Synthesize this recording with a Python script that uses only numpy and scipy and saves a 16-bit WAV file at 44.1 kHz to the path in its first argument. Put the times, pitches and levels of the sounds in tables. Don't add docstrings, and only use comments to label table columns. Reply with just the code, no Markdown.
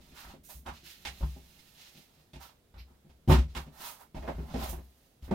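import sys
import numpy as np
from scipy import signal
from scipy.fft import rfft, irfft
from scipy.io import wavfile

SR = 44100
rng = np.random.default_rng(int(sys.argv[2]) if len(sys.argv) > 2 else 0)


def put_to_file(sound):
    columns = np.atleast_2d(sound).T
    safe = np.clip(columns, -1, 1)
    whole_steps = np.round(safe * 32767)
    wavfile.write(sys.argv[1], SR, whole_steps.astype(np.int16))


N = 235714
TIME = np.arange(N) / SR


def undb(db):
    return 10 ** (np.asarray(db) / 20)


def along(points, hz):
    point_hz, value = np.transpose(points)
    return np.interp(np.log(np.maximum(hz, 1)), np.log(point_hz), value)


def colour(x, points, size=2048):
    log_gain = along(points, np.fft.rfftfreq(size, 1 / SR)) * np.log(10) / 20
    cepstrum = irfft(log_gain)
    cepstrum[1:size // 2] *= 2
    cepstrum[size // 2 + 1:] = 0
    response = irfft(np.exp(rfft(cepstrum)))
    response /= np.linalg.norm(response)
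    return signal.fftconvolve(x, response[None])[:, :x.shape[1]]


def place(x, pan_db):
    gains = np.array([undb(pan_db / 2), undb(-pan_db / 2)]).reshape(2, -1)
    return x * gains / gains.mean(axis=0)


def add(track, start_s, x):
    i = max(int(start_s * SR), 0)
    track[:, i:i + x.shape[1]] += x[:, :max(N - i, 0)]


def walk(rate):
    knots = rng.standard_normal(N // 20)
    return np.interp(TIME * rate, np.arange(len(knots)), knots)


def grains(count, spread_db):
    size_db = spread_db * np.minimum(rng.exponential(size=count), 6)
    x = rng.standard_normal(count) * undb(size_db)
    return x / x.std()


def ring(hz, db, t60, t, rise_s):
    gain = undb(db)[:, None]
    decay = np.exp(-np.log(1000) * t / t60[:, None])
    waves = gain * np.sin(2 * np.pi * hz[:, None] * t) * decay
    push = 1 - np.exp(-t / rise_s)
    return waves.sum(axis=0) * push / np.sqrt(np.sum(gain ** 2) / 2)


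def diffuse(count, alike_hz):
    mid, side = rfft(rng.standard_normal((2, count)))
    alike = 1 / (1 + (np.fft.rfftfreq(count, 1 / SR) / alike_hz) ** 2)
    mid = mid * np.sqrt((1 + alike) / 2)
    side = side * np.sqrt((1 - alike) / 2)
    return irfft(np.array([mid + side, mid - side]), count)


def room(x, wet_db, lowest_hz=140, size=256):
    # band_hz, t60_s
    room_t60 = [(100, 0.28), (500, 0.13), (2000, 0.17), (5000, 0.17), (15000, 0.18)]
    hz, t, bands = signal.stft(diffuse(SR // 2, alike_hz=417), SR, nperseg=size)
    decay = np.exp(-np.log(1000) * t / along(room_t60, hz)[:, None])
    tail = signal.istft(bands * decay, SR)[1]
    tail *= 1 - np.exp(-np.arange(tail.shape[1]) / SR / 0.00092)
    tail = signal.sosfilt(signal.butter(2, lowest_hz, "high", fs=SR, output="sos"), tail)
    response = undb(wet_db) * tail / np.linalg.norm(tail[0])
    response[:, 0] += 1
    return signal.fftconvolve(x, response / np.linalg.norm(response[0]), axes=1)[:, :N]


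def spread(source, wet_db, count=3):
    return sum(room(source(), wet_db) for _ in range(count)) / np.sqrt(count)


def still_air(level_db=-66.5):
    # band_hz, relative_density_db
    air_colour = [(15, -44), (25, 0.5), (116, -5), (537, -11), (666, -12.5), (871, -19), (1410, -20),
                  (2560, -22.5), (3090, -23), (3340, -21.5), (6730, -26.5), (15500, -25)]
    return undb(level_db) * colour(diffuse(N, alike_hz=473), air_colour)


def grip(murmur_db=1, waver_db=3):
    # time_s, level_db
    hold_levels = [(0.0, -59.5), (0.37, -61.5), (0.86, -74.5), (1.04, -66), (1.27, -62.5), (2.5, -86),
                   (3.19, -71), (3.32, -72), (3.44, -64), (3.49, -62.5), (3.8, -68), (4.02, -80),
                   (4.2, -63), (4.33, -62), (4.62, -45), (4.85, -71), (5.03, -86), (5.25, -74)]
    # band_hz, relative_level_db
    murmur_colour = [(25, 1.5), (70, 1.5), (110, -10.5), (170, -1.5), (250, -6), (380, -16), (700, -23),
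                     (2000, -44)]
    pressure_db = np.interp(TIME, *np.transpose(hold_levels)) + murmur_db + waver_db * walk(rate=20)
    creep = undb(pressure_db) * grains(N, spread_db=6.5)
    return colour(place(creep, 0), murmur_colour)


def squeaks():
    # start_s, level_db, length_s
    squeak_times = [(2.773, -52.5, 0.043), (2.925, -83, 0.026)]
    # centre_hz, width_hz, relative_level_db
    squeak_tones = [(2430, 1700, -2), (4130, 530, -1), (4880, 1300, -2.5), (12850, 540, -1.5)]
    hz = np.fft.rfftfreq(N, 1 / SR)
    shape = sum(undb(db) / (1 + (2 * (hz - centre) / width) ** 2) for centre, width, db in squeak_tones)
    song = irfft(rfft(rng.standard_normal(N)) * shape, N)
    press = sum(undb(db) * np.sin(np.pi * np.clip((TIME - start) / length, 0, 1))
                for start, db, length in squeak_times)
    return place(press * song / song.std(), -2.5)


def stroke(attack, hold, release):
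    t = TIME[TIME < attack + hold + release]
    rise = np.sin(np.pi / 2 * np.minimum(t / attack, 1)) ** 2
    return rise * np.exp(-np.log(1000) * np.maximum(t - attack - hold, 0) / release)


def slides(rasp_db=0, hollow_db=-1, hiss_db=0, judder_db=-1.5):
    # start_s, attack_s, hold_s, release_t60_s,
    # rasp_db, hollow_db, hollow_pitch_hz, fine_hiss_db, left_minus_right_db
    strokes = [(0, 0.0033, 0.1, 0.31, -64, -68.5, 890, -66, -2),
               (0.119, 0.061, 0.027, 0.23, -53, -52, 1170, -54.5, -2),
               (0.196, 0.065, 0.053, 0.13, -58, -53.5, 980, -61, 0.5),
               (0.429, 0.011, .11, 0.25, -64, -91, 890, -50.5, 0),
               (.482, 0.011, 0.014, 0.12, -59, -52.5, 810, -57, 0),
               (0.648, 0.021, .005, 0.19, -67, -43.5, 940, -61, -3),
               (0.712, 0.041, 0.0046, 0.31, -53.5, -69, 890, -61.5, -1),
               (0.821, 0.037, .015, 0.68, -50.5, -66.5, 885, -52.5, -1),
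               (0.945, 0.28, 0.052, 1.1, -58, -66, 900, -58.5, -2),
               (1.333, 0.32, 0.38, .15, -64, -75, 890, -65, -4),
               (1.72, 0.11, 0.033, 0.36, -58, -73, 890, -71, 2),
               (1.926, 0.039, 0.011, .15, -67, -80, 890, -68, 1),
               (2.003, 0.13, 0.063, 0.67, -70.5, -73, 870, -71.5, -1),
               (2.384, 0.037, 0.0085, 0.27, -52.5, -49.5, 960, -54, -3.5),
               (2.84, 0.046, 0.018, 0.55, -79, -68.5, 940, -76, 1),
               (3.273, 0.033, .005, 0.093, -43.5, -30.5, 1010, -34, 1.5),
               (3.308, 0.036, .005, 0.16, -41.5, -34.5, 1020, -60, 5),
               (3.466, 0.032, .01, 0.27, -62.5, -69, 890, -71, 0),
               (3.532, 0.037, 0.0089, .22, -55, -43, 940, -51.5, -1.5),
               (3.682, 0.12, .1, 0.36, -60, -53, 930, -56, -3.5),
               (3.762, 0.081, .03, 0.23, -47.5, -49, 1050, -43, 1),
               (3.977, 0.037, 0.0069, 0.084, -65, -51.5, 940, -58, -3),
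               (4.133, .03, 0.31, .3, -65, -58, 816, -66, -1),
               (4.249, 0.027, .015, 0.11, -59, -44, 810, -77, 5),
               (4.454, 0.063, 0.09, 0.34, -56, -52, 845, -65, -3),
               (4.541, 0.09, 0.014, 0.35, -49, -42, 820, -45.5, 1),
               (4.679, 0.011, 0.0042, 0.14, -59, -61, 855, -40.5, -2),
               (4.793, 0.04, 0.24, 0.71, -74, -78.5, 850, -69, 0.5),
               (5.206, 0.043, 0.0045, 0.15, -63, -61.5, 900, -59.5, -3)]
    # band_hz, relative_level_db
    rasp_colour = [(500, -37.5), (1400, -6), (2200, 0.5), (3600, 2.5), (5200, 0), (7000, -6), (10000, -16),
                   (16000, -44)]
    hollow_colour = [(120, -8), (300, -12), (500, -6.5), (720, 3.5), (890, 4.5), (1020, 1), (1140, 2.5),
                     (1400, -4), (2200, -11.5), (5000, -34.5)]
    hiss_colour = [(2500, -32), (6000, -4.5), (8000, -4.5), (10500, -1.5), (12800, 1.5), (15500, -1.5)]
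    hollow_ref_hz = 890
    out = np.zeros((2, N))
    drag = undb(judder_db * walk(rate=150))
    fibres = [drag * grains(N, spread_db=6.0) for _ in range(3)]
    for start, attack, hold, release, coarse_db, box_db, box_hz, fine_db, pan_db in strokes:
        speed = stroke(attack, hold, release)
        span = (int(start * SR) + np.arange(len(speed))) % N
        hollow = np.array(hollow_colour) * [box_hz / hollow_ref_hz, 1]
        voices = [(rasp_colour, coarse_db + rasp_db),
                  (hollow, box_db + hollow_db),
                  (hiss_colour, fine_db + hiss_db)]
        rub = sum(colour(undb(db) * speed * slips[None, span], shape)
                  for slips, (shape, db) in zip(fibres, voices))
        add(out, start, place(rub, pan_db))
    return out


def blows():
    # start_s, wall_db, thud_db, clack_db,
    # clack_pitch_hz, tick_db, second_delay_s, second_minus_first_db (before the shifts below)
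    knocks = [(.116, -53, -60, -65, 520, -59, 0.016, -12), (.25, -55, -50, -70, 520, -70, 0.021, -4),
              (.337, -44.5, -59, -53, 530, -59.5, 0.012, -28), (0.546, -59, -48, -80, 600, -78, 0.015, -9),
              (.66, -44.5, -47, -41.5, 930, -44.5, 0.023, 2), (0.826, -54, -67, -72, 600, -66, 0.013, -16),
              (1.05, -48, -45, -42, 780, -33, 0.02, -2.5), (1.207, -39, -33.5, -47.5, 850, -63, .019, 4),
              (1.361, -43.5, -60.5, -57.5, 704, -80, .014, -10), (1.946, -53, -82, -68, 585, -63, .03, 1),
              (2.17, -57.5, -72, -67, 553, -78, 0.023, -5), (2.333, -44, -52.5, -55, 670, -50, 0.022, 2.5),
              (2.74, -56, -49.5, -56.5, 1030, -65.5, 0.021, 0.5),
              (2.795, -62, -49.5, -70, 900, -63, .016, -7.5),
              (2.9, -55.5, -60.5, -69, 700, -80, 0.015, -9.5), (3.047, -50.5, -80, -68, 495, -77, .014, -5),
              (3.094, -58, -55, -62.5, 750, -62.5, 0.012, -6.5),
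              (3.276, -21.5, -26, -39.5, 556, -49, 0.0089, 6),
              (3.297, -10.5, -16, -22.5, 910, -35, 0.0087, -3.5),
              (3.319, -19, -24.5, -32, 890, -31, .018, 0.5), (3.384, -35, -23, -45, 680, -42.5, .04, -10.5),
              (3.549, -42, -43.5, -42, 944, -40, .014, 4.5),
              (3.664, -43.5, -58, -58, 700, -60, 0.013, -6.5), (3.8, -47.5, -79, -57, 495, -69, 0.016, -16),
              (4.145, -36.5, -41.5, -44.5, 660, -52, .019, 3),
              (4.222, -42, -47, -39.5, 600, -61, 0.019, -3),
              (4.277, -31.5, -39.5, -29.5, 640, -53.5, .014, -10),
              (4.344, -62, -36.5, -70, 600, -71, 0.017, -8),
              (4.382, -31, -35, -45.5, 685, -76, .014, -10.5),
              (4.427, -39.5, -68, -49.5, 625, -75, 0.015, -13),
              (4.54, -25.5, -35.5, -35.5, 540, -47.5, .018, -3.5),
              (4.624, -37.5, -35.5, -41, 704, -43.5, .014, -12),
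              (4.689, -42, -36.5, -57, 700, -52, 0.015, -18),
              (4.728, -40.5, -33.5, -41.5, 720, -75, 0.016, -13),
              (4.777, -41.5, -53, -50.5, 670, -70, 0.015, -16),
              (5.223, -48, -40.5, -77.5, 700, -60, .014, -16),
              (5.279, -42.5, -42, -46.5, 550, -63, 0.011, -6), (5.31, -20, -40, -28.5, 534, -51, .014, -3)]
    flex_hz, flex_scatter = 59.8, 0.16
    second_thud_db, second_clack_db, second_tick_db = 5, 1, -2.5
    rows = []  # (s, wall dB, thud dB, thud Hz, clack dB, clack Hz, tick dB)
    for start, wall_db, thud_db, clack_db, clack_hz, tick_db, delay, second_db in knocks:
        first_hz, second_hz = flex_hz * (1 + flex_scatter * rng.standard_normal(2))
        rows.append((start, wall_db, thud_db, first_hz, clack_db, clack_hz, tick_db))
        rows.append((start + delay, wall_db + second_db, thud_db + second_db + second_thud_db, second_hz,
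                     clack_db + second_db + second_clack_db, clack_hz, tick_db + second_db + second_tick_db))
    return rows


def contacts(clack_db=3, tick_db=3, clack_s=0.01, tick_s=0.01, pan_db=-2):
    # multiple_of_its_pitch, relative_level_db
    clack_colour = [(.3, -10), (.65, -7), (1, 1.5), (1.45, -5), (2.1, -14.5), (4, -20), (9, -46.5)]
    # band_hz, relative_level_db
    tick_colour = [(700, -24), (1500, -2), (2300, 2.5), (3400, 0), (5000, -4.5), (8000, -12), (11000, -16),
                   (15500, -20.5)]
    out = np.zeros((2, N))
    t = np.arange(SR // 8) / SR
    for start, _, _, _, dull_db, clack_hz, sharp_db in blows():
        clack = undb(dull_db + clack_db) * grains(len(t), spread_db=2.5) * np.exp(-t / clack_s)
        tick = undb(sharp_db + tick_db) * grains(len(t), spread_db=7.5) * np.exp(-t / tick_s)
        dull = colour(place(clack, pan_db), np.array(clack_colour) * [clack_hz, 1])
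        sharp = colour(place(tick, pan_db), tick_colour)
        add(out, start, dull + sharp)
    return out


def bodies(flex_s=0.012, flex_db=-1, table_db=-3.0, wall_db=-3, wall_t60=0.14, scatter_db=4.5,
           detune=0.013, hardness=0.27, soft_db=-10):
    # mode_hz, relative_level_db
    box_modes = [(146, 2.5), (189, -0.5), (229, 1), (262, -3), (291, -6), (358, -4.5), (404, -4.5),
                 (487, -8.5), (545, -10), (623, -10.5), (714, -10.5), (800, -12.5), (952, -30),
                 (1148, -29.5)]
    # mode_hz, relative_level_db, t60_s
    table_modes = [(63.5, 0, .45), (80.5, -6, .3), (147, -13, .24)]
    out = np.zeros((2, N))
    t = np.arange(SR // 2) / SR
    table = ring(*np.transpose(table_modes), t, rise_s=0.011)
    mode_hz, mode_db = np.transpose(box_modes)
    octaves = np.log2(mode_hz / mode_hz[0])
    t60 = wall_t60 * 0.98 ** octaves
    for start, ring_db, thud_db, thud_hz, clack_db, _, _ in blows():
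        flex = np.sin(2 * np.pi * thud_hz * t) * t / flex_s * np.exp(1 - t / flex_s)
        tilt_db = hardness * (clack_db - ring_db - soft_db) * octaves
        spot, hold = rng.standard_normal((2, len(octaves)))
        swing = rng.choice([-1, 1], len(octaves))
        wall_hz = swing * mode_hz * (1 + detune * hold)
        walls = ring(wall_hz, mode_db + tilt_db + scatter_db * spot, t60, t, rise_s=0.0014)
        thud = undb(flex_db) * flex + undb(table_db) * table
        add(out, start, place(undb(thud_db) * thud + undb(ring_db + wall_db) * walls, 0))
    return out


def scene():
    air = still_air()
    murmur_and_bodies = room(bodies() + grip(), wet_db=-2)
    crunches = spread(contacts, wet_db=9.5)
    rubbing = spread(slides, wet_db=7.0)
    return murmur_and_bodies + crunches + rubbing + room(squeaks(), wet_db=6) + air


def record(dry):
    # band_hz, gain_db
    shade = [(200, 1), (1200, -4), (4000, -2.5), (8000, -6), (15000, -13)]
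    top_hz = 15900
    shaded = irfft(rfft(dry[0]) * undb(along(shade, np.fft.rfftfreq(N, 1 / SR))), N)
    top_cut = signal.ellip(10, .2, 70, top_hz, fs=SR, output="sos")
    return signal.sosfilt(top_cut, np.array([shaded, dry[1]]))


dry = scene()
out = record(dry)
put_to_file(out)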